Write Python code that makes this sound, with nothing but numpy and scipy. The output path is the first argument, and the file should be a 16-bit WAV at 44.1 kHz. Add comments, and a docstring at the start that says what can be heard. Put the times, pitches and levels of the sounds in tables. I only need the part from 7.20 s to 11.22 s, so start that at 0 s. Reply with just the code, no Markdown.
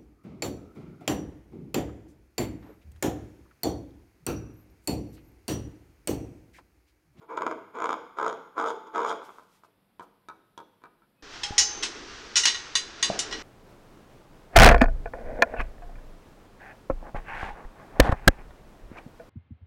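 """A long, air-filled rubber balloon, rubbed in five strokes and then tapped four times, close to one
microphone above a table in a quiet room. Each stroke judders in slips that space out as the finger
slows, creaks between them and squeals as it halts; every slip snaps the membrane and rings the air
inside. Dry skin hisses faintly when a hand shifts. The table top and the walls answer, and low room
tone lies behind it all, with one faint whistle at the end."""
import sys
import numpy as np
from scipy import signal
from scipy.fft import rfft, irfft
from scipy.io import wavfile

SR = 44100
rng = np.random.default_rng(int(sys.argv[2]) if len(sys.argv) > 2 else 0)


def generate_wav(sig):
    """Save sig (samples, or channels by samples) to the path in sys.argv[1] as 16-bit PCM at SR."""
    pcm = np.round(np.clip(np.atleast_2d(sig).T, -1, 1) * 32767).astype(np.int16)
    wavfile.write(sys.argv[1], SR, pcm)


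N = 177458
T = np.arange(N) / SR

# Five firm strokes and three light shifts of a finger:
# (start [s], end [s], creak level [dB], treble [dB], halting squeal [dB], final slip rate [Hz])
SLIDES = [(0.018, 0.045, -41.5, 3, 0, 405.3), (.097, 0.322, -28.5, -5, 15, 264),
          (.549, 0.738, -26.5, -1.5, 14, 327.4), (0.974, 1.111, -26, 1.5, 11, 440),
          (1.369, 1.513, -21, -5, 20.5, 439.8), (1.67, 1.691, -35, -2, 8, 400.7),
          (1.744, 1.919, -20, 0, 20, 439.6), (2.0, 2.088, -47.5, -2.5, 0, 399.4)]
# The run of big slips in each firm stroke:
# (first slip [s], last slip [s], slips [count], gap growth [ratio], level [dB], treble [dB])
SLIP_RUNS = [(.175, 0.3117, 4, 1.023, -16, 2), (0.5863, 0.6413, 4, 1.16, -17.5, 2.5),
             (0.986, 1.0631, 6, 1.09, -16, 0), (1.379, 1.46, 7, 1.17, -17, 1.5),
             (1.7485, 1.882, 11, 1.075, -18, 2)]
# Lone jerks as a finger starts, stops or lets go: (time [s], level [dB], treble [dB])
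LONE_JERKS = [(0.172, -31.5, 15), (0.209, -23, -2), (0.657, -15.5, 5.5), (0.6914, -13, 0.5),
              (0.7072, -18.5, 6.5), (0.7287, -16, 6), (.971, -30, -16), (1.08, -19.5, 8), (1.0974, -17, 0),
              (1.127, -23, 7.5), (1.4142, -21.5, 6), (1.473, -18, 3), (1.5031, -18, 6), (1.9029, -16, 0.5),
              (1.913, -15.5, -2), (1.9263, -22, 5.5), (2.018, -30.5, -13), (2.0912, -31.5, -13.5),
              (2.1838, -33.5, 1), (2.4351, -40, -4)]
# How the hands hold the balloon: (time [s], mode shift [Hz], fingertip rasp [dB], bass left free [dB])
GRIP = [(0.298, -3, 13.5, 0.5), (0.649, 14, 13.5, -5), (1.05, 22, 8.5, -6.5), (1.4, 5.5, 8, -10),
        (1.85, 2.5, 11, -15.5)]
# Spectrum of the membrane's dull snap: (frequency [Hz], relative level [dB])
SNAP_SPECTRUM = [(50, -54), (160, -22.5), (260, -14), (330, -13.5), (700, -7), (1250, 2), (1550, -6),
                 (1850, -29.5), (2300, -24.5), (2750, -46.5), (16000, -89.5)]
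# Bright resonances of the taut rubber: (centre [Hz], width [Hz], gain [dB])
SQUEAK_BANDS = [(3400, 563, 4.5), (5050, 380, -2), (5650, 350, -4.5), (6764, 477, 0.5), (8464, 600, -11.5),
                (11163, 2100, -23)]
# Air and membrane modes: (frequency [Hz], t60 [s], gain when rubbed [dB], gain when tapped [dB])
BALLOON_MODES = [(150.8, 0.16, -1, -36), (259, 0.58, -9, -24), (326.6, 0.5, -8, -8.5),
                 (409, 0.074, -29, 2.5), (460.5, 0.052, 7, -24), (502.4, 0.024, 11, 11),
                 (677, 0.1, -2, -32), (877, 0.7, -10, -22), (965, 0.13, -4.5, -5.5),
                 (1027, 0.11, -1.5, -1.5), (1148, 0.031, 2, -1.5), (1300, 0.024, -17.5, -7),
                 (1472, .08, -12, -2.5), (1590, 0.045, -19, -7.5), (2294, 0.046, -30, 0)]
# Four taps and two faint touches: (time [s], level [dB], dent pitch [Hz], nail tick [dB],
# tick pitch [Hz], delay of the second contact [s], damping time [s])
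TAPS = [(2.796, -34, 960, -10, 3030, .011, 0.063), (3.0863, -35, 1295, -4, 3710, .015, 0.079),
        (3.3771, -35.5, 925, 1, 3320, 0.025, 0.029), (3.619, -54.5, 1110, -9, 3370, .012, 0.041),
        (3.6386, -38.5, 1250, -12.5, 3750, .018, .028), (3.8204, -56, 1350, -13, 3430, .012, .028)]
# Dry skin brushing the rubber: (centre time [s], length [s], level [dB])
BRUSHES = [(2.054, 0.029, -66), (2.145, 0.17, -70), (2.349, 0.071, -70.5), (2.45, 0.019, -70),
           (2.831, 0.021, -67.5)]
# First echoes off table, hands and walls: (delay [s], gain [ratio])
NEAR_ECHOES = [(.00295, 0.41), (0.0115, 0.62), (0.0144, -0.3)]
# Colour and decay of the room's tail: (frequency [Hz], gain [dB], t60 [s])
ROOM_BANDS = [(121, 0.5, 0.96), (329, 8, 0.56), (650, 8, 0.47), (1102, -7.5, 0.84), (2600, -0.5, 0.68),
              (7000, -7, 0.67), (13384, 13.5, 0.15)]
# Spectrum of the room tone: (frequency [Hz], relative level [dB])
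ROOM_TONE = [(15, -42.5), (36, -9.5), (72, -21.5), (136, -11.5), (198, -8.5), (246, -12), (1950, -25.5),
             (3000, -29), (3340, -27.5), (4040, -31.5), (5280, -35.5), (6210, -45.5), (11800, -31.5),
             (15500, -39.5)]
# Narrow bands of hum in the room: (frequency [Hz], level [dB])
HUM_BANDS = [(101, -84), (190, -80.5)]


def rubbing(ring_db=-50, groan_db=-44, groan_t60=.056, ripple_db=-39, wander_hz=7, pump_db=2):
    """Each slip snaps the membrane; ripples run on over the rubber and the air inside rings."""
    big = np.vstack([judder(), LONE_JERKS])
    small = creak(big[:, 0])
    times, db, treble_db = np.vstack([big, small]).T
    grip_s, *grip = np.transpose(GRIP)
    shift_hz, rasp_db, bass_db = (np.interp(T, grip_s, column) for column in grip)
    force = impulses(times, undb(db))
    rasp = undb(rasp_db) * butter(force, [2090, 2430], "band")
    dull = palms(snap(force), bass_db) + rasp
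    # the fine creak keeps pumping the air, so it groans more than the big slips
    pump = snap(impulses(small[:, 0], undb(small[:, 1])))
    drive = dull + undb(pump_db) * palms(pump, bass_db)
    cavity = sum(undb(ring_db + rub_db) * resonate(drive, hz + shift_hz, t60)
                 for hz, t60, rub_db, _ in BALLOON_MODES)
    # the skin under the finger groans at the rate of the slips
    _, _, slip_hz = sliding(T)
    groan = undb(groan_db) * resonate(drive, slip_hz, groan_t60)
    # ripples come back after a lap of the balloon, on other paths as the fingers move along
    laps = fade(.08) - fade(.01)
    ripples = shifting(dull, lambda: rng.standard_normal(SR // 2) * laps, wander_hz)
    return dull + squeak(times, db + treble_db) + cavity + groan + undb(ripple_db) * ripples


def judder(scatter_db=2.2, brighten_db=1, afterslip_s=.0022, afterslip_db=-6.5):
    """Runs of big slips whose gaps lengthen as the finger slows; a weaker slip trails each one."""
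    slips = []
    for first, last, count, growth, db, run_treble_db in SLIP_RUNS:
        count = int(round(count))
        size_draw, delay_draw, after_draw = rng.standard_normal((count, 3)).T
        elapsed = np.append(0, np.cumsum(growth ** np.arange(count - 1)))
        progress = elapsed / elapsed[-1]
        times = first + (last - first) * progress
        soft_start_db = -1.5 * np.exp(-np.arange(count) / .96)
        size_db = db + soft_start_db + scatter_db * size_draw
        treble_db = run_treble_db + brighten_db * (progress - .5)
        slips += zip(times, size_db, treble_db)
        after_times = times + afterslip_s * np.exp(.3 * delay_draw)
        slips += zip(after_times, size_db + afterslip_db + 2 * after_draw, treble_db)
    return slips


def creak(big_times, jitter=.36, count=1000, stick_s=.0047, stick_db=-4.5):
    """Small uneven slips between the big ones: the longer the skin sticks, the more it lets go."""
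    gap_draw, treble_draw = rng.standard_normal((count, 2)).T
    gaps = np.exp(jitter * gap_draw)
    _, _, slip_hz = sliding(T)
    times = np.interp(np.cumsum(gaps), np.cumsum(slip_hz) / SR, T)
    size_db, treble_db, _ = sliding(times)
    # the creak dips while the skin sticks before a big slip
    wait = big_times - times[:, None]
    stuck = np.exp(-np.where(wait > 0, wait, np.inf).min(axis=1) / stick_s)
    size_db = size_db + stick_db * stuck + 20 * np.log10(np.tanh(gaps / 2))
    return np.column_stack([times, size_db, treble_db + 2 * treble_draw])


def sliding(t, start_hz=472, sag_db=-7.5, attack_s=.0067, release_s=.0055, lead_s=.025, halt_s=.039):
    """Creak level, treble and slip rate at times t: a slide slows, weakens and squeals as it halts."""
    start, end, db, treble_db, squeal_db, end_hz = np.transpose(SLIDES)
    k = np.searchsorted((end[:-1] + start[1:]) / 2, t)  # the nearest slide
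    progress = np.clip((t - start[k]) / (end[k] - start[k]), 0, 1)
    envelope = np.exp(-np.maximum(start[k] - t, 0) / attack_s - np.maximum(t - end[k], 0) / release_s)
    size_db = db[k] + sag_db * progress + 20 * np.log10(envelope + 1e-9)
    halting = np.exp(-((t - end[k] + lead_s) / halt_s) ** 2)
    slowing = np.sin(np.pi / 2 * progress ** 1.3) ** 2
    slip_hz = start_hz + (end_hz[k] - start_hz) * slowing
    return size_db, treble_db[k] + squeal_db[k] * halting, slip_hz


def snap(force, late_hz=1150, width_hz=480):
    """The membrane snaps; its waves near one pitch arrive late and draw the pulse out to a few cycles."""
    pulses = convolve(force, compact_pulse(SNAP_SPECTRUM))
    _, allpass = signal.iirpeak(late_hz, late_hz / width_hz, fs=SR)
    return signal.lfilter(allpass[::-1], allpass, pulses)


def squeak(times, db, jerk_db=-6, break_db=-4):
    """A slip breaks loose and runs on for a millisecond in tiny jerks; both ring the taut rubber."""
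    pole = np.exp(-1 / (.0003 * SR))
    energy = impulses(times, undb(db) ** 2) + 1e-18
    power = signal.lfilter([(1 - pole) ** 2], [1, -2 * pole, pole ** 2], energy)
    jerks = undb(jerk_db) * np.sqrt(power) * rng.standard_normal(N)
    force = undb(break_db) * impulses(times, undb(db)) + jerks
    return sum(undb(gain_db) * butter(force, [hz - width / 2, hz + width / 2], "band")
               for hz, width, gain_db in SQUEAK_BANDS)


def palms(x, bass_db, shelf_hz=420):
    """The closer the palms lie, the less the whole membrane can heave."""
    return x + (undb(bass_db) - 1) * butter(x, shelf_hz, "low", order=1)


def tapping(ring_db=-8, patch_db=-9, crack_db=-8, thud_db=-10, ripple_db=-27):
    """A fingertip dents the membrane, rings the modes near the dent's pitch and damps them; nails tick."""
    out = np.zeros(N)
    for time, db, dent_hz, tick_db, tick_hz, damp_s in contacts():
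        blow = impulses([time], undb(db))
        damping = np.exp(-(T[:SR // 2] / damp_s) ** 2)
        modes = sum(undb(tap_db) / np.hypot(1, 2 * np.pi * np.log(hz / dent_hz)) * ring(hz, t60)
                    for hz, t60, _, tap_db in BALLOON_MODES)
        body = undb(ring_db) * modes + undb(patch_db) * ring(dent_hz, t60=.15)
        burst = rng.standard_normal(SR // 2) * fade(.026)
        crack = butter(butter(burst, 1600, "high"), 7000, "low")
        tick = .5 * ring(tick_hz, t60=.014) + undb(crack_db) * crack
        dent = butter(snap(blow), .47 * dent_hz, "high", order=1)  # weak well below its pitch
        ripples = convolve(dent, rng.standard_normal(SR // 2) * damping * fade(.2))
        ringing = convolve(blow, body * damping + undb(tick_db) * tick)
        out += ringing + undb(thud_db) * dent + undb(ripple_db) * ripples
    return butter(out, 130, "high")


def contacts(second_db=-4, second_tick_db=-10):
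    """Every tap lands twice in quick succession, the second time softer and with less nail."""
    for time, db, dent_hz, tick_db, tick_hz, delay_s, damp_s in TAPS:
        yield time, db, dent_hz, tick_db, tick_hz, damp_s
        yield time + delay_s, db + second_db, dent_hz, tick_db + second_tick_db, tick_hz, damp_s


def brushing(band_hz=(1200, 7500), grain=.74):
    """Dry skin brushes the rubber in soft swells of grainy hiss."""
    swell = sum(undb(db) * np.exp(-2 * ((T - time) / length) ** 2) for time, length, db in BRUSHES)
    grains = rng.standard_normal(N) * np.exp(grain * rng.standard_normal(N))
    return swell * unit(butter(grains, band_hz, "band", order=1))


def room(x, wet_db, sway_hz=.698):
    """At the microphone: direct sound, near echoes, then a tail that changes as the balloon sways."""
    echoes = convolve(x, impulses(*np.transpose(NEAR_ECHOES)))
    near = butter(echoes, 2840, "low", order=1)  # hands and cloth take the treble
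    return x + near + undb(wet_db) * shifting(x, room_tail, sway_hz)


def room_tail(build_s=.016):
    """One second of diffuse sound off the walls that builds up quickly and lasts longest in the bass."""
    hz, db, t60 = np.transpose(ROOM_BANDS)
    t = T[:SR]
    noise = rfft(rng.standard_normal(SR))
    log_hz = np.log(np.arange(SR // 2 + 1) + 1)
    bands = [irfft(noise * np.interp(log_hz, np.log(hz), share)) for share in np.eye(len(hz))]
    tail = sum(undb(db[k]) * band * np.exp(-np.log(1000) * t / t60[k]) for k, band in enumerate(bands))
    return tail * (1 - np.exp(-(t / build_s) ** 2)) / np.sqrt(SR / 20)


def whistle(peak_s=4.0, length_s=.036, hz=2541, db=-72):
    """A faint, thin tone swells briefly in the background."""
    return undb(db) * np.exp(-2 * ((T - peak_s) / length_s) ** 2) * np.sin(2 * np.pi * hz * T)


def room_tone(air_db=-70.5):
    """The steady noise of the quiet room, with a faint hum."""
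    air = unit(irfft(rfft(rng.standard_normal(N)) * colour(ROOM_TONE, N), N))
    hum = sum(undb(db) * unit(butter(rng.standard_normal(N), [hz - 2, hz + 2], "band"))
              for hz, db in HUM_BANDS)
    return undb(air_db) * air + hum


def resonate(x, hz, t60):
    """Drive a mode whose pitch moves."""
    turn = np.exp(2j * np.pi * np.cumsum(hz) / SR)
    pole = np.exp(-np.log(1000) / (t60 * SR))
    return np.imag(turn * signal.lfilter([1], [1, -pole], x / turn))


def shifting(x, draw_response, rate_hz):
    """Pass a sound through a response that turns from one pattern of paths to another."""
    return sum(np.cos(2 * np.pi * rate_hz * T + phase) * convolve(x, draw_response())
               for phase in (0, np.pi / 2))


def compact_pulse(points, size=2048):
    """The minimum-phase pulse with this spectrum, peak 1."""
    cepstrum = irfft(np.log(colour(points, size)))
    cepstrum[1:size // 2] *= 2
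    cepstrum[size // 2 + 1:] = 0
    pulse = irfft(np.exp(rfft(cepstrum)))
    return pulse / np.abs(pulse).max()


def colour(points, size):
    """Gain on the bins of a transform, from points of (frequency [Hz], level [dB])."""
    hz, db = np.transpose(points)
    return undb(np.interp(np.log(np.fft.rfftfreq(size, 1 / SR) + 1), np.log(hz), db))


def ring(hz, t60):
    """One decaying mode."""
    return np.sin(2 * np.pi * hz * T[:SR // 2]) * fade(t60)


def fade(t60):
    """Half a second of exponential decay."""
    return np.exp(-np.log(1000) * T[:SR // 2] / t60)


def impulses(times, sizes):
    """One impulse at each time."""
    out = np.zeros(N)
    np.add.at(out, np.clip(np.asarray(times) * SR, 0, N - 1).astype(int), sizes)
    return out


def convolve(x, response):
    """Pass a sound through an impulse response."""
    return signal.fftconvolve(x, response)[:N]


def butter(x, hz, kind, order=2):
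    """Plain low-, high- or band-pass."""
    return signal.sosfilt(signal.butter(order, hz, kind, fs=SR, output="sos"), x)


def undb(db):
    """Decibels to gain."""
    return 10 ** (np.asarray(db) / 20)


def unit(x):
    """Scale to rms 1."""
    return x / np.sqrt(np.mean(x ** 2))


def scene():
    """Balloon and hands at one microphone; the damped taps stir the room less."""
    strokes = room(rubbing() + brushing(), wet_db=-3.5)
    taps = room(tapping(), wet_db=-6.5)
    return (strokes + taps + whistle() + room_tone())[None]


def record(dry):
    """The recorder cuts the top steeply above 15.6 kHz."""
    return signal.sosfilt(signal.ellip(10, .1, 70, 15600, fs=SR, output="sos"), dry)


dry = scene()
out = record(dry)
generate_wav(out)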